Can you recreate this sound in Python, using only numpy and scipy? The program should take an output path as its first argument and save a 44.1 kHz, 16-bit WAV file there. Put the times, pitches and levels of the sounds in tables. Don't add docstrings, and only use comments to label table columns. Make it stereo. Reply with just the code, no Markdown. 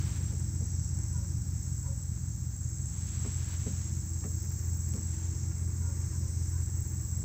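import sys
import numpy as np
from scipy import signal
from scipy.fft import rfft, irfft, next_fast_len
from scipy.io import wavfile
from scipy.ndimage import map_coordinates

SR = 44100
rng = np.random.default_rng(int(sys.argv[2]) if len(sys.argv) > 2 else 0)


def store_wav(level_fs):
    pcm = np.round(np.clip(np.atleast_2d(level_fs), -1, 1) * 32767)
    wavfile.write(sys.argv[1], SR, pcm.T.astype(np.int16))


N = 319658
TIME = np.arange(N) / SR


# (wing pitch [Hz], stroke rate [1/s], relative level [dB])
CHORUS_SINGERS = [(7500, 55, 5), (7890, 120, -7.5), (7687, 63, 3.5), (7400, 63, -4), (7920, 210, -5.5),
                  (7650, 130, -2.5)]
# (time [s], level [dB], left minus right [dB])
CHORUS_AT_MIC = [(0, -47.5, -9), (1, -48.5, -8.5), (1.9, -47, -6), (2.4, -48, -8), (3.1, -47, -7),
                 (4, -44.5, -8), (4.6, -45, -6.5), (5.5, -46.5, -7), (6.2, -49, -7), (6.6, -46.5, -8),
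                 (7.25, -46, -6)]
def crickets(chorus_echo_db=13.0):
    level_db, side_db = curves(CHORUS_AT_MIC)
    chorus = sum(gain_of(db) * trill(hz, rate) for hz, rate, db in CHORUS_SINGERS)
    chorus = chorus + gain_of(chorus_echo_db) * shifting_echoes(chorus, t60=0.17)
    chorus = np.array([unit_rms(channel) for channel in chorus]) * gain_of(level_db)
    strokes = near_cricket()
    near = strokes * panned(-22) + shifting_echoes(strokes, t60=.09) * gain_of(-4) * panned(-4)
    return chorus * panned(side_db) + near


# (start [s], length [s], peak [dB], chirp rate [1/s])
SPURTS = [(.011, .31, -39.5, 20), (.351, .16, -35.5, 21.1), (.562, .65, -33.7, 21.1),
          (1.272, .22, -37.5, 20.4), (1.58, .47, -36.3, 20.1), (2.564, .61, -35.6, 23.8),
          (3.194, .2, -33.8, 23.8), (3.404, .38, -36.5, 23.8), (3.805, .55, -37.3, 24.3),
          (4.695, .5, -35.3, 26.7), (6.622, .3, -37, 25.6), (6.934, .38, -34.5, 25.6)]
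# (time from the beat [s], accent [dB])
CHIRP_STROKES = [(-.0345, -7), (-.019, -4.5), (-.0028, 0.5)]
def near_cricket(stroke_s=0.0065, wing_hz=7700, sweep_hz=480, scatter_hz=40, arch_db=2.0, jitter_s=0.00075):
    t, out = np.arange(0, stroke_s, 1 / SR), np.zeros(N)
    for start, span, peak_db, rate in SPURTS:
        for beat in np.arange(0, span, 1 / rate):
            level_db = peak_db - arch_db * (2 * beat / span - 1) ** 2
            for offset, accent_db in CHIRP_STROKES:
                detune, force_db, late = rng.standard_normal(3)
                pitch = wing_hz + scatter_hz * detune + sweep_hz * (.5 - t / stroke_s)
                stroke = np.sin(np.pi * t / stroke_s) ** 2 * np.sin(2 * np.pi * np.cumsum(pitch) / SR)
                onset = start + beat + offset + jitter_s * late
                add(out, onset, gain_of(level_db + accent_db + force_db) * stroke)
    return out


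def trill(wing_hz, rate, uneven_db=2, sweep_hz=420, scatter_hz=80, jitter=0.099, stroke_s=.0075):
    strokes = np.cumsum(rate * (1 + jitter * drift(20) + .05 * drift(1))) / SR
    count = int(strokes[-1]) + 1
    force, detune = rng.standard_normal((2, count))[:, strokes.astype(int)]
    closing = np.minimum(strokes % 1 / rate / min(stroke_s, 1 / rate), 1)
    pitch = wing_hz + scatter_hz * detune + sweep_hz * (.5 - closing)
    swell = np.sin(np.pi * closing) ** 2 * gain_of(uneven_db * np.clip(force, -2, 1.5))
    return unit_rms(swell * np.sin(2 * np.pi * np.cumsum(pitch) / SR))


# (start [s], length [s], pitch [Hz], level [dB], left minus right [dB])
RINGING_SPELLS = [(.1, 1.5, 5800, -59.5, -10), (2.4, 2.9, 6600, -59.5, -14), (5.45, 1.4, 8040, -52, 0),
                  (6.1, .7, 5920, -59, -10), (-.2, .8, 8120, -54.5, 0)]
def song_ringing(rate=55):
    out = np.zeros((2, N))
    for start, length, hz, db, side_db in RINGING_SPELLS:
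        swell = np.sqrt(abs(np.sin(np.pi * np.clip((TIME - start) / length, 0, 1))))
        song = trill(hz, rate, sweep_hz=120, scatter_hz=35, stroke_s=0.016)
        out += gain_of(db) * swell * unit_rms(with_echoes(song, t60=.2, wet_db=14)) * panned(side_db)
    return out


# (time [s], crank speed [rpm])
IDLE_SPEED = [(0.0, 648.2), (2.1, 641.8), (2.5, 637.8), (2.9, 641), (4.9, 633.1), (5.3, 643.1),
              (7.25, 633.4)]
# (time [s], direction [0 door panel, 1 window])
MIC_FACING = [(0, 0.058), (1.5, 0.062), (3.3, 0.6), (5.3, 1)]
def engine():
    rpm, = curves(IDLE_SPEED)
    facing, = curves(MIC_FACING)
    cycles = np.cumsum(rpm / 120) / SR
    return exhaust(cycles, facing) + belts_and_valves(cycles, facing)


# (multiple of the cycle rate, level by the door [dB], level by the window [dB])
EXHAUST_TONES = [(8, -58.5, -59), (11, -42.5, -47), (12, -58, -61), (13, -43.5, -46), (14, -57, -56),
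                 (15, -48, -54), (16, -31, -34.5), (17, -55.5, -49.5), (19, -77, -83), (20, -47.5, -74),
                 (21, -40.5, -43), (22, -50.5, -52.5), (24, -44.5, -43.5), (25, -45, -56.5),
                 (27, -64.5, -68.5), (29, -58.5, -76), (30, -49.5, -65), (32, -51, -57)]
FIRINGS = [0.67, 0.67, 0.86, 0.66, 0.87, 0.86, 0.88, 0.47]
# (time [s], boom gain [dB], gain of the remaining drone [dB])
CAB_GAINS = [(0.0, -5, 0.5), (.75, -4, 0), (2.25, -8, -.5), (3.3, -3, 0), (4.6, -0.5, -.5), (6.6, 1, 0.5),
             (7.25, -3.5, 1.5)]
# (frequency [Hz], relative density [dB])
RUMBLE_SPECTRUM = [(20, -3.5), (34, -12.5), (52, 1.5), (70, -7.5), (115, 6), (140, 4), (175, 2),
                   (215, -2.5), (250, -9.5), (340, -18.5), (700, -77)]
def exhaust(cycles, facing, lope=0.19, wobble=.09, rumble_db=-46, pipe_delay_cycles=.647):
    boom_db, drone_db = curves(CAB_GAINS)
    firing_phases = np.angle(np.fft.fft(FIRINGS))
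    note = np.zeros(N)
    for k, door_db, window_db in EXHAUST_TONES:
        cab_db = boom_db if k == 2 * len(FIRINGS) else drone_db
        level = gain_of(door_db + facing * (window_db - door_db) + cab_db)
        phase = 2 * np.pi * k * (cycles - pipe_delay_cycles) + firing_phases[k % len(FIRINGS)]
        note += level * np.sqrt(2) * (1 + wobble * drift(3.3)) * np.cos(phase + wobble * drift(3.6))
    puffs = unit_rms(1 + lope * np.cos(4 * np.pi * cycles))
    rumble = gain_of(rumble_db + drone_db) * puffs * noise(RUMBLE_SPECTRUM, 0.9)
    return (note + rumble) * panned(3.9)


# (pitch [Hz], level by the door [dB], level by the window [dB])
BELT_WHINES = [(204.9, -60, -58), (281.7, -58.5, -75), (323, -64.5, -62.5), (409.5, -83, -72),
               (576, -79, -82.5), (802, -72, -84.5), (895, -86, -80), (1174, -87, -76.5)]
# (frequency [Hz], relative density [dB])
CLATTER_SPECTRUM = [(180, -19.5), (250, 0), (345, 5), (400, -5.5), (450, -9.5), (520, -10.5), (640, -19),
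                    (860, -11), (1250, -17.5), (1520, -12.5), (2100, -15), (2800, -24.5), (5000, -99)]
# (time [s], gain [dB])
MECHANICAL_GAIN = [(0, 1.5), (.9, -1.5), (2.4, -5.5), (3.3, 0), (4.0, -0.5), (4.7, 1), (5.7, 0.8),
                   (6.6, 1.5), (7.25, -0.5)]
def belts_and_valves(cycles, facing, clatter_db=-57):
    gain_db, = curves(MECHANICAL_GAIN)
    belt_s = cycles / cycles[-1] * TIME[-1]
    whine = np.zeros(N)
    for hz, door_db, window_db in BELT_WHINES:
        level = gain_of(door_db + facing * (window_db - door_db)) * (1 + 0.5 * drift(4))
        whine += level * np.sqrt(2) * np.cos(2 * np.pi * hz * belt_s + 0.79 * drift(5))
    clatter = gain_of(clatter_db + 1.92 * drift(25)) * noise(CLATTER_SPECTRUM, 0.3)
    return gain_of(gain_db) * (whine + clatter) * panned(2.1)


# (start [s], length [s], peak [dB], left minus right [dB])
BUZZ_PHRASES = [(3.304, 1.8, -64, -1), (5.5, 1.2, -68, 17), (6.45, 0.69, -64, 6)]
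# (frequency [Hz], relative density [dB])
FIZZ_SPECTRUM = [(9500, -76), (10800, -13), (12200, -4), (13800, -4.5), (14800, 4.5), (15400, 6),
                 (16000, -25)]
def insect_buzz(swell_db=8, swell_share=0.48, break_s=0.031):
    haze, buzz = noise(FIZZ_SPECTRUM, 0.03), np.zeros((2, N))
    for start, length, peak_db, side_db in BUZZ_PHRASES:
        age = TIME - start
        growth_db = swell_db * (np.clip(age / (swell_share * length), 0, 1) - 1)
        gate = np.clip(np.minimum(age, length - age) / break_s, 0, 1)
        buzz += gain_of(peak_db + growth_db) * gate * haze * panned(side_db)
    return buzz


# (start [s], length [s], level [dB])
TICK_RUNS = [(4.062, .06, -49.5), (4.265, .635, -49.5), (6.761, .5, -49)]
# (frequency [Hz], relative density [dB])
TICK_SPECTRUM = [(10500, -50), (12000, -13), (13800, -8), (14700, 0), (15300, 1), (15900, -14)]
def insect_ticks(ticks_per_s=43.3, uneven_db=1.3, tick_s=.0035):
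    rasp, ticks = noise(TICK_SPECTRUM, 0)[0], np.zeros(N)
    pulse = np.hanning(round(tick_s * SR))
    for start, length, db in TICK_RUNS:
        for beat in np.arange(0, length, 1 / ticks_per_s):
            force = min(rng.standard_normal(), 1)
            add(ticks, start + beat - tick_s / 2, gain_of(db + uneven_db * force) * pulse)
    return with_echoes(ticks * rasp, t60=.03, wet_db=-12) * panned(-14)


# (start [s], length [s], level [dB])
SEAT_TURNS = [(-.3, .4, -51), (2.8, 0.91, -54), (4.915, 0.25, -57.5)]
# (frequency [Hz], relative density [dB])
CLOTH_SPECTRUM = [(250, -26), (600, 11), (1700, 14.5), (3000, 11.5), (5000, 12), (8000, -65), (10000, -7.5),
                  (15000, 3.5)]
def clothes(rise_s=0.32, fade_s=0.2, flutter_db=1.5):
    rubbing = np.zeros(N)
    for start, length, db in SEAT_TURNS:
        age = TIME - start
        rubbing += gain_of(db) * np.clip(age / rise_s, 0, 1) * np.exp(-np.maximum(age - length, 0) / fade_s)
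    return rubbing * gain_of(flutter_db * drift(30)) * noise(CLOTH_SPECTRUM, 0) * panned(-1.0)


# (time [s], thud level [dB], click level [dB], hardness [dB/octave])
KNOCKS = [(.2, -61, -68, 2.5), (0.32, -58.5, -70, 2), (0.602, -55.5, -75, -4.5), (3.244, -49, -58, .3),
          (3.657, -46, -60, -3.5), (4.208, -68, -38, 2), (4.237, -50, -56, 1.5), (4.938, -51.5, -30, -3.2),
          (4.961, -57, -40, -2), (5.35, -68, -47, -1), (5.609, -57, -78, -4.5), (7.175, -66, -74, 3)]
# (frequency [Hz], relative level [dB], t60 [s])
DOOR_MODES = [(194, -0.5, 0.15), (293, -13, 0.12), (374, -4, .13), (590, -18, 0.096), (940, -19, .06),
              (1600, -25.5, .04)]
# (frequency [Hz], gain [dB])
CLICK_SPECTRUM = [(500, -8), (2800, -4), (3700, -6), (7000, 10), (9500, -29), (12500, 2), (15000, -6)]
def knocks(rise_cycles=2.9, click_s=0.00037, band_ratio=1.22):
    t, thuds, clicks = np.arange(SR // 4) / SR, np.zeros(N), np.zeros(N)
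    taps = np.fft.fftshift(irfft(gain_of(db_at(CLICK_SPECTRUM, np.fft.rfftfreq(64, 1 / SR)))))
    for start, thud_db, click_db, hardness in KNOCKS:
        scuff, snap = rng.standard_normal((2, len(t)))
        for hz, db, t60 in DOOR_MODES:
            band = signal.butter(2, [hz / band_ratio, hz * band_ratio], "band", fs=SR, output="sos")
            envelope = (1 - np.exp(-t * hz / rise_cycles)) * gain_of(-60 * t / t60)
            ring = unit_rms(signal.sosfilt(band, scuff) * envelope)
            tilt_db = hardness * np.log2(hz / DOOR_MODES[0][0])
            add(thuds, start, gain_of(thud_db + db + tilt_db) * ring)
        click = np.convolve(snap * np.exp(-t / click_s), taps)
        add(clicks, start - len(taps) / 2 / SR, gain_of(click_db) * click)
    return (with_echoes(thuds, t60=.07, wet_db=-9) + with_echoes(clicks, t60=.04, wet_db=-10)) * panned(3)


# (time [s], lower crowd [dB], higher crowd [dB])
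CROWD_LEVELS = [(0, -51.5, -55), (1.18, -52.5, -53), (2.5, -56, -52.5), (3.2, -51, -50.5),
                (4.6, -52.5, -51.5), (5.57, -53.5, -53.5), (7.2, -51, -52)]
# (frequency [Hz], relative density [dB])
LOW_CROWD_SPECTRUM = [(3500, -21), (4400, -13.5), (4950, -9), (5300, 0.5), (5750, 2.5), (6100, 2.5),
                      (7000, 0.5), (8500, -57)]
# (frequency [Hz], relative density [dB])
HIGH_CROWD_SPECTRUM = [(5000, -45.5), (5900, -13), (6200, 4), (6400, 6.5), (6680, 5.5), (6900, 2),
                       (7250, 2.5), (7600, -20), (8200, -2), (9000, -30), (9500, -88)]
def far_insects(swell_db=1.1, fizz_db=-63):
    low_db, high_db = curves(CROWD_LEVELS)
    low = gain_of(low_db + swell_db * drift(2.4)) * noise(LOW_CROWD_SPECTRUM, 0.041) * panned(-10.0)
    high = gain_of(high_db + swell_db * drift(3)) * noise(HIGH_CROWD_SPECTRUM, 0.25) * panned(-19.0)
    fizz = gain_of(fizz_db - 0.8 * drift(1.2)) * noise(FIZZ_SPECTRUM, 0.029) * panned(-0.31)
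    return low + high + fizz


# (start [s], pitch [Hz], level [dB], length [s], brightness [dB/harmonic])
YELPS = [(1.13, 482, -62.5, .07, 1), (1.17, 565, -67.5, .09, -5), (1.83, 480, -63, .06, -1),
         (1.85, 565, -64.5, .1, -5), (5.8, 478, -65.5, .09, 3), (5.85, 545, -66, .1, -2),
         (6.11, 503, -71, .07, 4), (6.19, 535, -66, .13, -3), (6.51, 503, -72, .09, 6)]
# (frequency [Hz], gain [dB])
THROAT = [(480, -10), (560, 3), (970, 3), (1120, -3), (1480, -5), (1700, -13)]
def far_yelps(sag=0.042):
    out = np.zeros(N)
    for start, hz, db, length, brightness in YELPS:
        t = np.arange(0, length, 1 / SR)
        quaver = .035 * drift(120)[:len(t)]
        phase = 2 * np.pi * np.cumsum(hz * (1 + quaver + sag * (.5 - t / length))) / SR
        call = sum(gain_of(db_at(THROAT, k * hz) + brightness * (k - 1)) * np.sin(k * phase)
                   for k in range(1, 4))
        add(out, start, gain_of(db) * np.sqrt(2) * call * np.sin(np.pi * t / length))
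    return with_echoes(out, t60=.3, wet_db=0)


# (frequency [Hz], relative density [dB])
HUSH_SPECTRUM = [(200, -16), (500, 4), (900, 2), (1600, 2), (2200, -5), (3000, -9.5), (5000, -1),
                 (8000, -25), (9500, -92), (16000, -36)]
def hush(level_db=-63, flicker_db=.5):
    return gain_of(level_db + flicker_db * drift(20)) * noise(HUSH_SPECTRUM, 0.058)


def with_echoes(x, t60, wet_db):
    t = np.arange(SR // 6) / SR
    tail = rng.standard_normal((2, len(t))) * gain_of(-60 * t / t60) * (t > .002)
    tail /= np.linalg.norm(tail, axis=1, keepdims=True)
    return x + gain_of(wet_db) * signal.oaconvolve(x[None], tail, axes=1)[:, :N]


def shifting_echoes(x, t60, step_s=.5):
    out = np.zeros((2, N))
    for start in np.arange(-step_s, TIME[-1], step_s):
        part = x * np.sin(np.pi * np.clip((TIME - start) / (2 * step_s), 0, 1))
        out += with_echoes(part, t60, 0) - part
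    return out


def gain_of(db):
    return 10 ** (np.asarray(db) / 20)


def unit_rms(x):
    return x / np.sqrt(np.mean(x ** 2) + 1e-20)


def db_at(spectrum, hz):
    f, db = np.transpose(spectrum)
    return np.interp(np.log(hz + 1), np.log(f + 1), db)


def curves(rows):
    times, *columns = np.transpose(rows)
    return [np.interp(TIME, times, column) for column in columns]


def add(mix, start_s, sound):
    part = mix[max(round(start_s * SR), 0):][:len(sound)]
    part += sound[:len(part)]


def panned(left_db):
    left = gain_of(np.atleast_1d(left_db))
    return np.array([left, np.ones_like(left)]) / np.sqrt((1 + left ** 2) / 2)


def drift(rate_hz):
    knots = rng.standard_normal(8192)
    return unit_rms(map_coordinates(knots, [TIME * rate_hz * 2], order=1, mode="wrap"))


def noise(spectrum, likeness):
    size = next_fast_len(N)
    a, b = rng.standard_normal((2, size))
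    pair = rfft([a, likeness * a + np.sqrt(1 - likeness ** 2) * b])
    colour = gain_of(db_at(spectrum, np.fft.rfftfreq(size, 1 / SR)))
    return unit_rms(irfft(pair * colour, size)[:, :N])


def scene():
    return (engine() + far_insects() + insect_buzz() + insect_ticks() + clothes() + hush()
            + knocks() + far_yelps() + crickets() + song_ringing())


def record(dry):
    lowpass = signal.firwin(511, 15700, window=("kaiser", 9), fs=SR)
    return signal.oaconvolve(dry, lowpass[None], "same")


dry = scene()
out = record(dry)
store_wav(out)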